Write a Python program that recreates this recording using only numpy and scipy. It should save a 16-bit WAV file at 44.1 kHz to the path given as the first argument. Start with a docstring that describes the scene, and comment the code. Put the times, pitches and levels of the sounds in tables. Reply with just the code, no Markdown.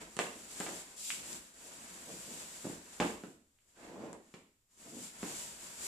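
"""Cloth swishes in countless tiny slips as a puppy tugs and digs at a padded fabric bed in a ringing room.
Cover: random slip impulses, coloured as hiss and padding rustle, swell with each pull and jolt.
Claws rasp as filtered stick-slip plucks; rim and paws knock as filtered thuds and slaps on a hard floor.
Folds tick as short band-passed clicks, the heaviest blow sets off a decaying low sine,
and faint coloured noise is the room tone. A phone's two ports hear it all, each with its own colour."""
import sys
import numpy as np
from scipy import signal
from scipy.fft import rfft, irfft, next_fast_len
from scipy.io import wavfile

SR = 44100
rng = np.random.default_rng(int(sys.argv[2]) if len(sys.argv) > 2 else 0)


def to_wav(sig):
    """Store sig (one row per channel, or 1-D mono) as 16-bit WAV at the path in sys.argv[1].

    Samples outside -1..1 are clipped; the rate is SR.
    """
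    pcm = np.clip(np.atleast_2d(sig), -1, 1) * 32767
    pcm = np.round(pcm).astype(np.int16)
    wavfile.write(sys.argv[1], SR, pcm.T)  # frames by channels


N = 258862
TIME = np.arange(N) / SR

# tugs and shoves sliding the cloth: [start t/s, length/s, level/dB before level_db, padding/dB re hiss]
PULLS = [(-.1, 0.13, -49, 4), (0.034, 0.17, -57.5, -1.5), (0.274, 0.33, -53, -4.5),
         (0.477, 0.29, -48, -2.5), (0.598, 0.23, -48, -5), (0.795, 0.22, -56, -2.5),
         (0.956, 0.2, -42, -15.5), (1.073, 0.26, -51.5, -3), (1.243, 0.13, -45.5, -5),
         (1.354, 0.16, -59.5, -4), (1.5, 0.32, -54.5, -2), (1.72, 0.36, -53, -1),
         (1.942, 0.55, -48.5, -4.5), (2.28, 0.44, -51.5, -3.5), (2.58, 0.22, -52, -1),
         (2.737, 0.43, -55, -2), (3.108, .24, -66, -14), (3.38, 0.47, -78.5, -3), (3.623, 0.35, -70, -2.5),
         (3.738, 0.19, -65, 11), (3.845, 0.31, -66, 10), (4.184, 0.21, -70, 1), (4.673, 0.2, -68, -4),
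         (4.758, 0.2, -56, -2.5), (4.91, 0.19, -49, -7), (5.08, 0.33, -53, -1.5), (5.17, 0.36, -46, -6.5),
         (5.436, 0.45, -51.5, -3), (5.747, 0.37, -40.5, -7)]
# spectrum of threads slipping: [f/Hz, level/dB]
HISS_SPECTRUM = [(200, -32), (1200, -12), (2200, -1.5), (3200, -0.5), (5000, 2), (7500, 3.5), (10000, 0.5),
                 (14000, -9.5)]
# spectrum of rustling padding: [f/Hz, level/dB]
PADDING_SPECTRUM = [(30, -22), (57, -6.5), (85, -9), (130, -3.5), (200, -0.5), (400, -1), (900, 0),
                    (1800, -0.5), (3000, -10), (6000, -15.5), (14000, -38.5)]
PULL_CREST, PULL_SHARPNESS = 0.55, 0.68  # share of a pull spent speeding up; swell exponent
JOLT_RE_SLAP_DB, JOLT_DECAY_S = -29.5, 0.085  # hiss before level_db, re slap peak; time to fall to 1/e
SKIM_BELOW_DB, SKIM_HIGHPASS_HZ = -14, 2770  # with less padding than this the cloth only skims


def cover_moves(jolt_padding_db):
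    """Envelope and padding dB of each move: pulls swell and ease off, jolts start at once and die away."""
    moves = []
    for start_s, length_s, db, padding_db in PULLS:
        pull = undb(db) * swell(start_s, length_s, PULL_CREST, PULL_SHARPNESS)
        moves.append((pull, padding_db))
    for start_s, _, slap_db, _, _ in KNOCKS:
        decay = (TIME >= start_s) * np.exp(-np.abs(TIME - start_s) / JOLT_DECAY_S)
        moves.append((undb(slap_db + JOLT_RE_SLAP_DB) * decay, jolt_padding_db))
    return moves


def cover(level_db=-5.5, jolt_padding_db=-2, catch_db=1.32, direct_db=-9, patches=4):
    """Threads slip over each other and hiss; under weight the padding rustles too."""
    moves = cover_moves(jolt_padding_db)
    # overlapping moves add in power
    sliding = np.sqrt(sum(move ** 2 for move, db in moves if db >= SKIM_BELOW_DB))
    skimming = np.sqrt(sum(move ** 2 for move, db in moves if db < SKIM_BELOW_DB))
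    pressed = np.sqrt(sum((undb(db) * move) ** 2 for move, db in moves))
    grip = undb(level_db + catch_db * walk(rate_hz=70))  # the cloth catches as it goes
    out = 0
    for _ in range(patches):
        hiss = unit_rms(colour(slips(rate_hz=3000, spread_db=6.0), HISS_SPECTRUM))
        padding = unit_rms(colour(slips(rate_hz=700, spread_db=4.5), PADDING_SPECTRUM))
        thin_hiss = pole(hiss, SKIM_HIGHPASS_HZ, 1.0, "high")
        patch = grip * (sliding * hiss + skimming * thin_hiss + pressed * padding)
        # every patch of the wide bed meets the room from its own spot
        out = out + undb(direct_db) * patch + ring(patch, room(tail_db=3.5, echo_db=-1.0))
    return out / np.sqrt(patches)


def swell(start_s, length_s, crest, sharpness):
    """One movement: speed rises from rest to 1 and falls back to rest."""
    crest = np.clip(crest, .1, .9)
    ramp = np.interp(TIME, start_s + length_s * np.array([0, crest, 1]), [0, 1, 0])
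    return np.sin(np.pi / 2 * ramp) ** sharpness


def slips(rate_hz, spread_db):
    """Randomly timed one-sample impulses of either sign and uneven size."""
    hits = rng.random(N) < rate_hz / SR
    signs = rng.choice([-1, 1], N)
    return hits * signs * undb(spread_db * rng.standard_normal(N))


def walk(rate_hz):
    """Random values joined by straight lines, with a spread near 1."""
    steps = rng.standard_normal(2048)
    return 1.2 * np.interp(TIME * rate_hz, np.arange(len(steps)), steps)


# claws dragging over taut cloth: [start t/s, length/s, level/dB before level_db, brightness f/Hz]
STROKES = [(-.05, 0.1, -51.5, 487), (0.341, 0.056, -54, 403), (0.607, .18, -48, 550),
           (1.09, 0.36, -58.5, 290), (1.638, 0.065, -56.5, 540), (1.694, 0.19, -66, 290),
           (2.068, 0.045, -48.5, 547), (2.09, 0.12, -55, 343), (2.244, .14, -51, 393),
           (3.765, .13, -55, 690), (3.866, .32, -44.5, 548), (4.846, 0.069, -56.5, 496),
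           (4.897, 0.13, -49.5, 346)]
STROKE_CREST, STROKE_SHARPNESS = 0.44, 0.83  # as for a pull


def claw_voice(hz, body, muffle_hz):
    """Slips pluck the cloth; filters leave a unit-rms rasp around hz."""
    plucks = pole(slips(rate_hz=450, spread_db=3), body * hz, 0.99, "high")
    plucks = pole(plucks, 160, 0.96, "high")
    rasp = pole(plucks, hz, 1.0, "low")
    return unit_rms(pole(rasp, muffle_hz, .45, "low"))


def claws(level_db=-4, body=0.56, muffle_hz=1100, slack_hz=320, taut_hz=620):
    """Claws stick and slip on the weave; each slip plucks the taut, padded cloth."""
    slack = claw_voice(slack_hz, body, muffle_hz)
    taut = claw_voice(taut_hz, body, muffle_hz)
    out = np.zeros(N)
    for start_s, length_s, db, hz in STROKES:
        # tighter cloth sounds brighter: blend the slack and the taut voice
        tension = np.clip(np.log(hz / slack_hz) / np.log(taut_hz / slack_hz), 0, 1)
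        drag = undb(level_db + db) * swell(start_s, length_s, STROKE_CREST, STROKE_SHARPNESS)
        out += drag * (np.sqrt(1 - tension) * slack + np.sqrt(tension) * taut)
    return out + ring(out, room(tail_db=-0.5, echo_db=1))


# rim, paws and claws striking; dry peaks:
# [t/s, thud peak/dB, slap peak/dB, slap brightness f/Hz, scuff/dB re slap impulse]
KNOCKS = [(0.168, -37.5, -32.5, 2770, -27), (0.1908, -37, -16, 2100, -28.5),
          (0.6018, -33.5, -33.5, 2400, -29), (.6066, -50, -27, 1800, -23), (.665, -40, -31, 2000, -21),
          (.684, -46, -35.5, 1400, -28.5), (2.645, -38.5, -44.5, 827, -16), (2.653, -31.5, -48.5, 790, -27),
          (2.668, -32.5, -62, 797, -27), (2.699, -35.5, -60, 697, -18), (3.001, -23.5, -17.5, 2130, -24),
          (3.013, -31, -23, 750, -27), (3.024, -36.5, -26.5, 1500, -22.5), (3.047, -28.5, -32, 910, -20),
          (3.237, -36, -39, 1930, -27.5), (3.281, -51.5, -55, 700, -30), (4.038, -39, -48, 700, -22),
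          (4.131, -44, -43, 900, -25), (4.3401, -43, -38.5, 2700, -24), (4.969, -44, -56, 682, -27),
          (5.2303, -30, -28.5, 1800, -41)]


def knocks(thud_hz=270, thud_q=0.73, thud_low_hz=155, slap_low_hz=400, scuff_s=0.013, spots=3):
    """A blow thuds in the cushion and slaps the floor, brighter as the contact is harder."""
    thuds, slaps = np.zeros((2, spots, N))
    blow = signal.unit_impulse(4096)
    thud = pole(blow, thud_hz, thud_q, "band")
    thud = pole(pole(thud, 500, 0.6, "low"), thud_low_hz, 0.77, "high")
    # the cloth scuffs on along the floor for a moment after contact
    scuffs = rng.standard_normal((len(KNOCKS), len(blow))) * np.exp(-TIME[:len(blow)] / scuff_s)
    for k, (start_s, thud_db, slap_db, hz, scuff_db) in enumerate(KNOCKS):
        contact = pole(blow, 2.2 * hz, 0.7, "low") + undb(scuff_db) * scuffs[k]
        slap = pole(pole(contact, hz, 0.61, "low"), slap_low_hz, 0.93, "high")
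        add(thuds[k % spots], start_s, thud_db, thud)
        add(slaps[k % spots], start_s, slap_db, slap)
    # the padding soaks up its own thud, while the slap spreads along the bare floor
    soft = sum(x + ring(x, room(tail_db=-0.5, echo_db=-4.0)) for x in thuds)
    hard = sum(x + ring(x, room(tail_db=2.0, echo_db=-4.0)) for x in slaps)
    return soft + hard


# folds and seams snapping: [t/s, dry peak/dB midway between ports, band centre f/Hz, left minus right/dB]
SNAPS = [(.1672, -33, 8100, -13), (0.19, -22.5, 7440, -7), (.602, -26, 8100, 1), (1.104, -21, 2600, 7),
         (1.33, -32, 7500, 8), (3.005, -28.5, 6520, -2), (3.588, -59, 2580, 0.5), (4.13, -41, 8300, 13.5)]


def folds(q=0.62, left_lag_s=2 / SR):
    """A stiff fold buckles with a short, pitched tick, off to one side."""
    to_room, left, right = np.zeros((3, N))
    flick = signal.unit_impulse(1024)
    for start_s, db, hz, pan_db in SNAPS:
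        tick = pole(pole(flick, hz, q, "band"), 0.34 * hz, 0.8, "high")
        tick = pole(pole(tick, 1.15 * hz, 1.9, "low"), 1.15 * hz, 0.9, "low")
        add(to_room, start_s, db, tick)
        add(left, start_s + left_lag_s, db + pan_db / 2, tick)
        add(right, start_s, db - pan_db / 2, tick)
    return np.array([left, right]) + ring(to_room, room(tail_db=-0.5, echo_db=-3))


def floor_boom(hz=57, t60_s=.6, re_thud_db=-32):
    """The heaviest blow (thud plus slap dB) shakes the floor into a decaying low note."""
    t = TIME[:SR]
    note = np.sin(2 * np.pi * hz * t) * np.exp(-np.log(1000) * t / t60_s)
    start_s, thud_db = max(KNOCKS, key=lambda row: row[1] + row[2])[:2]
    out = np.zeros(N)
    add(out, start_s, re_thud_db + thud_db, note)
    return out


# reverberation bands: [f/Hz, relative level/dB, t60/s]
REVERB = [(55, 3, 1), (119, -5, 0.38), (170, 5, 0.33), (240, 0, 0.5), (396, -1, 0.44), (770, -2, 0.42),
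          (1340, -4, 0.44), (3000, -0.5, 0.46), (7050, -2, 0.32), (14070, -0.5, 0.39)]
# floor and furniture reflections: [nominal delay t/s, level/dB before echo_db]
ECHOES = [(.0044, -18), (.0068, -9), (.0093, -14.5), (0.0154, -17), (0.017, -13), (0.024, -20)]


def room(tail_db=2, echo_db=0, build_s=0.0011, size=32768):
    """Room response from one spot, without direct sound: first reflections and a dense tail."""
    t, hz = np.arange(size) / SR, np.fft.rfftfreq(size, 1 / SR)
    noise, tail = rfft(diffuse(size)), 0
    centres = [row[0] for row in REVERB]
    for share, (_, db, t60_s) in zip(np.eye(len(REVERB)), REVERB):
        band = irfft(noise * at(list(zip(centres, share)), hz), size)
        tail = tail + undb(db) * band * np.exp(-np.log(1000) * t / t60_s)
    built = tail * (1 - np.exp(-t / build_s))
    out = undb(tail_db) * unit_rms(built) / np.sqrt(size)
    for delay_s, db in ECHOES:
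        # each reflection comes from its own side, so the ports get it at offset times
        lag = rng.integers(-9, 10)
        arrival = int(delay_s * SR * rng.uniform(.85, 1.15))
        out[[0, 1], [arrival + lag, arrival - lag]] += undb(db + echo_db)
    return out


def ring(x, response):
    """Convolve a sound with a two-channel response."""
    return signal.oaconvolve(x[None], response, axes=1)[:, :N]


def diffuse(size, spacing_m=.13):
    """Noise from all sides at two ports: alike in the bass, unrelated in the treble."""
    alike = np.sinc(2 * np.fft.rfftfreq(size, 1 / SR) * spacing_m / 343) * .97  # sound at 343 m/s
    mid, side = rfft(rng.standard_normal((2, size)))
    mid = mid * np.sqrt((1 + alike) / 2)
    side = side * np.sqrt((1 - alike) / 2)
    return irfft(np.array([mid + side, mid - side]), size)


# spectrum of the room's hush: [f/Hz, level/dB]
ROOM_TONE_SPECTRUM = [(20, -2), (55, -5.5), (90, -2.5), (200, -13.5), (500, -20), (1500, -21), (5000, -21),
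                      (14000, -23)]


def room_tone(level_db=-78.5):
    """Steady diffuse noise, strongest in the bass."""
    return undb(level_db) * unit_rms(colour(diffuse(N), ROOM_TONE_SPECTRUM))


def undb(db):
    """Decibels to gain."""
    return 10 ** (np.asarray(db) / 20)


def unit_rms(x):
    """Scale to rms 1."""
    return x / np.sqrt(np.mean(x ** 2))


def at(points, hz):
    """Read (Hz, value) points on a log-frequency axis."""
    f, value = np.transpose(points)
    return np.interp(np.log(np.maximum(hz, 1)), np.log(f), value)


def colour(x, points):
    """Filter x by a gain curve of (Hz, dB) points."""
    size = next_fast_len(x.shape[-1], True)
    gain = undb(at(points, np.fft.rfftfreq(size, 1 / SR)))
    return irfft(rfft(x, size) * gain, size)[..., :x.shape[-1]]


def pole(x, hz, q, kind):
    """Two-pole low-, band- or high-pass."""
    g = np.tan(np.pi * min(hz / SR, .45))
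    top = {"low": [g * g, 2 * g * g, g * g], "band": [g / q, 0, -g / q], "high": [1, -2, 1]}[kind]
    return signal.lfilter(top, [1 + g / q + g * g, 2 * (g * g - 1), 1 - g / q + g * g], x)


def add(out, start_s, peak_db, pulse):
    """Mix in a pulse at start_s, scaled to peak_db."""
    start = int(start_s * SR)
    scaled = undb(peak_db) * pulse / np.abs(pulse).max()
    out[start:start + len(pulse)] += scaled[:N - start]


def scene():
    """The bed and the puppy's paws over the hush of the room."""
    quiet = room_tone()
    return cover() + claws() + knocks() + floor_boom() + folds() + quiet


# microphone ports, left then right: [resonance f/Hz, width/Hz, added band level/dB]
PORTS = [(7310, 800, 9), (7800, 1100, 5)]
# colour difference of the ports: [f/Hz, left minus right/dB]
MIC_BALANCE = [(60, 3.5), (110, -6), (200, 0), (370, -2), (680, -0.5), (1250, -2), (2290, -4.5),
               (4200, -0.5), (7720, 2), (14200, -6)]


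def record(dry, top_hz=14400):
    """Each port rings in the treble and has its own colour; the top is cut."""
    out = []
    for x, side, (hz, width_hz, db) in zip(dry, (.5, -.5), PORTS):
        x = x + undb(db) * pole(x, hz, hz / width_hz, "band")
        out.append(colour(x, [(f, side * tilt_db) for f, tilt_db in MIC_BALANCE]))
    top_cut = signal.ellip(10, .2, 70, top_hz, fs=SR, output="sos")  # ripple, stop band in dB
    return signal.sosfilt(top_cut, np.array(out))


dry = scene()
out = record(dry)
to_wav(out)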